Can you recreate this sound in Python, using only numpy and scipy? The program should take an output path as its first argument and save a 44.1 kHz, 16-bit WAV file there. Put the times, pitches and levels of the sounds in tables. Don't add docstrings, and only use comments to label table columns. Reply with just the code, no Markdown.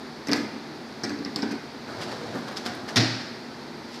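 import sys
import numpy as np
from scipy import signal
from scipy.fft import rfft, irfft
from scipy.io import wavfile

SR = 44100
rng = np.random.default_rng(int(sys.argv[2]) if len(sys.argv) > 2 else 0)


def unload_audio(sound):
    columns = np.transpose(np.atleast_2d(sound))
    steps = np.round(np.clip(columns, -1, 1) * 32767)
    wavfile.write(sys.argv[1], SR, steps.astype(np.int16))


N = 176400
T = np.arange(N) / SR
RING_T = T[:SR]

# pitch_hz, level_db, t60_s
RACK_MODES = [(113.4, -22.5, 0.42), (171, -31, .2), (222.6, -7, 0.22), (261.7, -1, 0.13),
              (291.2, -4.5, 0.25), (321.4, -5, 0.12), (353.2, -12.5, 0.2), (389.6, -13, 0.21),
              (426.6, -13.5, 0.2), (493.5, -20, .2)]
# freq_hz, level_db
WIRE_SPECTRUM = [(300, 11), (450, -3.5), (740, 1.5), (950, -7), (1400, -1), (1850, 1), (2400, -3.5),
                 (3100, -7), (3800, -3), (4400, 0), (5400, -2.5), (6200, -14.5), (8000, -24.5),
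                 (13000, -44)]


def amp(db):
    return 10 ** (np.asarray(db) / 20)


def add(track, start_s, sound):
    i = int(start_s * SR)
    track[i:i + len(sound)] += sound[:N - i]


def butter(x, kind, cutoff_hz, order=2):
    return signal.sosfilt(signal.butter(order, cutoff_hz, kind, fs=SR, output="sos"), x)


def colour(x, spectrum):
    freq_hz, level_db = np.array(spectrum).T
    bin_hz = np.arange(len(x) // 2 + 1) * SR / len(x)
    gain = amp(np.interp(np.log(bin_hz + 1), np.log(freq_hz), level_db))
    gain *= np.minimum(bin_hz / freq_hz[0], 1) ** 2
    shaped = irfft(rfft(x) * gain, len(x))
    return shaped / np.sqrt(np.mean(shaped ** 2))


def fade(t60_s):
    return np.exp(-np.log(1000) * RING_T / t60_s)


def burst(spectrum, t60_s):
    return colour(rng.standard_normal(SR), spectrum) * fade(t60_s)


def ring(modes, detune=0):
    rms = np.sqrt(sum(amp(level_db) ** 2 for _, level_db, _ in modes) / 2)
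    shifts = 1 + detune * rng.standard_normal(len(modes))
    return sum(amp(level_db) * np.sin(2 * np.pi * pitch_hz * shift * RING_T) * fade(t60_s)
               for (pitch_hz, level_db, t60_s), shift in zip(modes, shifts)) / rms


def body_ring(modes, detune=0, build_s=0.006):
    return butter(ring(modes, detune) * (1 - np.exp(-RING_T / build_s)), "band", (81.4, 2000))


def chatter(length_s, contacts_per_s=900):
    t = T[:SR // 20]
    taper = np.sqrt(np.maximum(1 - t / length_s, 0))
    sizes = rng.choice([-1, 1], len(t)) * rng.uniform(0.26, 1, len(t)) * taper
    hits = (rng.random(len(t)) < contacts_per_s / SR) * sizes
    hits[0] = 1
    return hits / np.sqrt(np.sum(hits ** 2))


def grains(contacts_per_s):
    hits = (rng.random(N) < contacts_per_s / SR) * rng.choice([-1, 1], N)
    level_db = np.minimum(rng.exponential(size=N), 4)
    return hits * amp(level_db)


def room(x, wet_db, split_hz=6000, build_s=0.0055):
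    noise = rng.standard_normal(SR)
    low = butter(noise, "low", split_hz, order=4) * fade(t60_s=0.71)
    high = butter(noise, "high", split_hz, order=4) * fade(t60_s=0.44)
    tail = (low + high) * (1 - np.exp(-RING_T / build_s))
    tail /= np.sqrt(np.sum(tail ** 2))
    return x + amp(wet_db) * signal.fftconvolve(x, tail)[:N]


def ventilation(air_db=-39, hiss_db=-71.5):
    # freq_hz, level_db
    air_spectrum = [(15, -62), (25, -39), (44, -27), (74, -24), (87, -14.5), (119, -20.5), (140, -7),
                    (197, -12.5), (219, -3.5), (237, -0.5), (293, -7.5), (363, -5.5), (392, -8.5),
                    (425, -9), (498, -12.5), (539, -14.5), (824, -12), (940, -14), (1070, -17),
                    (1360, -17.5), (2030, -19.5), (2940, -28), (4600, -20), (7420, -40), (14000, -50)]
    air = amp(air_db) * colour(rng.standard_normal(N), air_spectrum)
    return air + amp(hiss_db) * rng.standard_normal(N)


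def basket_knocks(jangle_re_click_db=-22.5, click_band_hz=(3800, 6060)):
    # start_s, chatter_s, click_db, crack_db, clack_db, thud_db
    knocks = [(0.271, .006, -36, -33.5, -35, -38), (0.285, .002, -34, -34, -34, -16),
              (0.292, .003, -45, -54, -23.5, -22), (0.3158, 0.0027, -21.5, -30, -25.5, -18.5),
              (0.322, .005, -19.5, -47, -21.5, -29), (0.3324, .001, -10, -24.5, -25, -24),
              (0.36, 0.017, -30, -33, -30, -25), (0.377, .010, -44, -48, -46, -20),
              (0.417, .002, -48, -50, -45, -21), (.5350, .004, -56, -64, -46, -25.5),
              (1.0353, 0.018, -21, -27, -23.5, -24), (1.094, .007, -28, -37.5, -33, -24),
              (1.105, .006, -44, -55, -36, -20.5), (1.189, .010, -38, -58, -48, -23),
              (1.2493, .001, -22, -41, -55, -46), (1.2593, .002, -50, -55, -31.5, -24),
              (1.302, .006, -51, -57, -47, -28), (1.3601, .002, -16.5, -26, -28.5, -28.5),
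              (1.363, .005, -23, -46, -38, -25.5), (1.386, .012, -48, -56, -34.5, -28),
              (1.4220, .006, -22.5, -54, -37, -30), (1.4280, .012, -27, -40, -26, -17),
              (1.456, .006, -52, -57, -39, -32), (1.4740, .002, -42, -50, -49, -36),
              (1.5110, .016, -30.5, -35.5, -32, -19), (1.523, .006, -42, -49, -37, -30),
              (2.571, 0.013, -26.5, -36, -36, -53), (2.661, 0.0098, -27, -35, -34, -32)]
    # pitch_hz, level_db, t60_s
    plastic_modes = [(4270, -13, 0.0043), (4760, 4, 0.008), (5140, 7.5, .007), (5450, -17, 0.0042)]
    # freq_hz, level_db
    crack_spectrum = [(1500, -12), (3500, -3), (5300, 14), (7000, 0.5), (9000, -5), (11500, -11),
                      (13500, -13)]
    clack_spectrum = [(250, 11), (450, 2.5), (750, -3), (1200, -1.5), (2000, 1.5), (2450, -3), (3000, -12),
                      (4500, -8), (6000, -26), (9000, -46)]
    clicks, cracks, clacks, thuds, wires = np.zeros((5, N))
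    for start_s, chatter_s, click_db, crack_db, clack_db, thud_db in knocks:
        hits = chatter(chatter_s)
        click = butter(ring(plastic_modes, detune=0.032), "band", click_band_hz)
        crack = burst(crack_spectrum, t60_s=0.028)
        clack = burst(clack_spectrum, t60_s=0.062)
        add(clicks, start_s, amp(click_db) * signal.fftconvolve(hits, click))
        add(cracks, start_s, amp(crack_db) * signal.fftconvolve(hits, crack))
        add(clacks, start_s, amp(clack_db) * signal.fftconvolve(hits, clack))
        add(thuds, start_s, amp(thud_db) * body_ring(RACK_MODES, detune=0.021))
        add(wires, start_s, amp(click_db + jangle_re_click_db) * burst(WIRE_SPECTRUM, t60_s=0.43))
    plastic = room(clicks, wet_db=-16) + room(cracks, wet_db=-7.5) + room(clacks, wet_db=-1.5)
    return plastic + wires + room(thuds, wet_db=-12.5)


def rack_rolling():
    # time_s, level_db
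    roll_levels = [(1.72, -68), (1.879, -41.5), (2.02, -37), (2.2, -38), (2.38, -39), (2.55, -44),
                   (2.72, -40.5), (2.83, -45.5), (2.94, -39.5), (3.0, -68)]
    # peak_s, rise_s, fall_s, hiss_db, rattle_db, rumble_db
    scrapes = [(1.904, 0.014, 0.046, -57, -41, -39), (2.022, 0.015, 0.022, -36, -36.5, -46),
               (2.118, 0.0081, 0.028, -41.5, -40, -52), (2.355, 0.013, 0.045, -49.5, -38, -30),
               (2.485, .010, .014, -43.5, -38, -40), (2.516, 0.0073, 0.024, -49, -41, -39),
               (2.574, .010, .015, -35.5, -41, -41), (2.666, 0.013, 0.012, -33, -36.5, -33.5),
               (2.695, 0.018, 0.12, -58, -41, -57), (2.890, 0.0086, 0.02, -37.5, -35.5, -46),
               (3.96, 0.05, 0.076, -46.5, -65, -63)]
    # freq_hz, level_db
    wheel_spectrum = [(40, -37), (110, 3.5), (170, -3), (260, 1), (420, 0.5), (700, -1), (1100, -9),
                      (1600, -10), (2800, -19.5), (4500, -14), (6500, -26), (13000, -44)]
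    hiss_spectrum = [(1000, -36), (2700, -1.5), (4000, 1), (5300, 1), (6600, -9.5), (9000, -16.5),
                     (13500, -27)]
    rattle_spectrum = [(300, -14), (700, 3), (1100, 3.5), (1550, 8.5), (2200, -3.5), (3000, -16),
                       (6000, -32)]
    rumble_spectrum = [(50, -17), (110, -12), (170, -4.5), (260, 3), (400, -3.5), (600, -8), (1200, -45)]
    time_s, level_db = np.array(roll_levels).T
    wheels = colour(grains(contacts_per_s=1500), wheel_spectrum)
    wheels *= amp(np.interp(T, time_s, level_db, left=-120, right=-120))
    envelopes = np.zeros((3, N))
    for peak_s, rise_s, fall_s, *layers_db in scrapes:
        shape = np.exp(-(np.minimum(T - peak_s, 0) / rise_s) ** 2 - np.maximum(T - peak_s, 0) / fall_s)
        envelopes += amp(layers_db)[:, None] * shape
    spectra = hiss_spectrum, rattle_spectrum, rumble_spectrum
    rubs = sum(envelope * colour(grains(contacts_per_s=1400), spectrum)
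               for envelope, spectrum in zip(envelopes, spectra))
    return room(wheels + rubs, wet_db=-8)


def wheel_ticks(rail_s=2.662, rail_db=-36):
    # start_s, level_db
    joints = [(2.484, -54), (2.750, -45)]
    # freq_hz, level_db
    tick_spectrum = [(6000, -11), (9000, 0), (13500, -3)]
    # pitch_hz, level_db, t60_s
    frame_modes = [(722, 0, 0.42), (1563, -6, 0.22)]
    ticks = np.zeros(N)
    for start_s, level_db in joints:
        add(ticks, start_s, amp(level_db) * burst(tick_spectrum, t60_s=0.03))
    track = room(ticks, wet_db=-10)
    add(track, rail_s, amp(rail_db) * body_ring(frame_modes))
    return track


def back_stop_bang(jangle_re_wire_db=-10.5, tines_re_wire_db=-17):
    # start_s, chatter_s, wire_db, clash_db, thud_db, boom_db
    blows = [(2.9591, 0.0099, -19.5, -15, -20, -22), (2.9680, 0.0056, -13, -18, -26, -25.5),
             (2.9756, 0.0055, -21, -18, -32, -22), (3.005, .004, -24, -29, -28, -40)]
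    # pitch_hz, level_db, t60_s
    tub_modes = [(115.7, -1, 0.58), (118, 1, .56), (151, 2.5, 0.6), (184, -17, 0.99), (264, 6.5, 0.22),
                 (312.5, -1, 0.54), (466, -13, 0.64), (620, -13, .6)]
    tine_modes = [(1420, -8, .7), (1500, 1, .8), (1875, 4, .7), (1854, 7, 0.51), (3580, -7, .7),
                  (3875, 0, .75), (3940, 5, 0.63), (4171, 4, 0.68), (4220, 4, 0.51), (4350, 3, 0.57),
                  (5063, -1, 0.99), (5190, -10, 0.88)]
    # freq_hz, level_db
    clash_spectrum = [(1500, -19), (3500, 8), (5500, 8), (7000, -5.5), (9000, -12.5), (11000, -17),
                      (13500, -25)]
    metal, clashes, booms = np.zeros((3, N))
    thud, boom = body_ring(RACK_MODES), body_ring(tub_modes)
    for start_s, chatter_s, wire_db, clash_db, thud_db, boom_db in blows:
        contact = amp(wire_db) * burst(WIRE_SPECTRUM, t60_s=0.054)
        contact += amp(clash_db) * burst(clash_spectrum, t60_s=0.043)
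        add(clashes, start_s, signal.fftconvolve(chatter(chatter_s), contact))
        jangle = amp(jangle_re_wire_db) * burst(WIRE_SPECTRUM, t60_s=0.98)
        tines = amp(tines_re_wire_db) * ring(tine_modes, detune=0.00104)
        add(metal, start_s, amp(wire_db) * (jangle + tines))
        add(booms, start_s, amp(thud_db) * thud + amp(boom_db) * boom)
    return metal + room(clashes, wet_db=-8.5) + room(booms, wet_db=-15.5)


def scene():
    machine = basket_knocks() + rack_rolling() + wheel_ticks() + back_stop_bang()
    return (ventilation() + butter(machine, "high", cutoff_hz=70))[None]


def record(dry, top_hz=14200):
    return signal.sosfilt(signal.ellip(10, .2, 80, top_hz, fs=SR, output="sos"), dry)


dry = scene()
out = record(dry)
unload_audio(out)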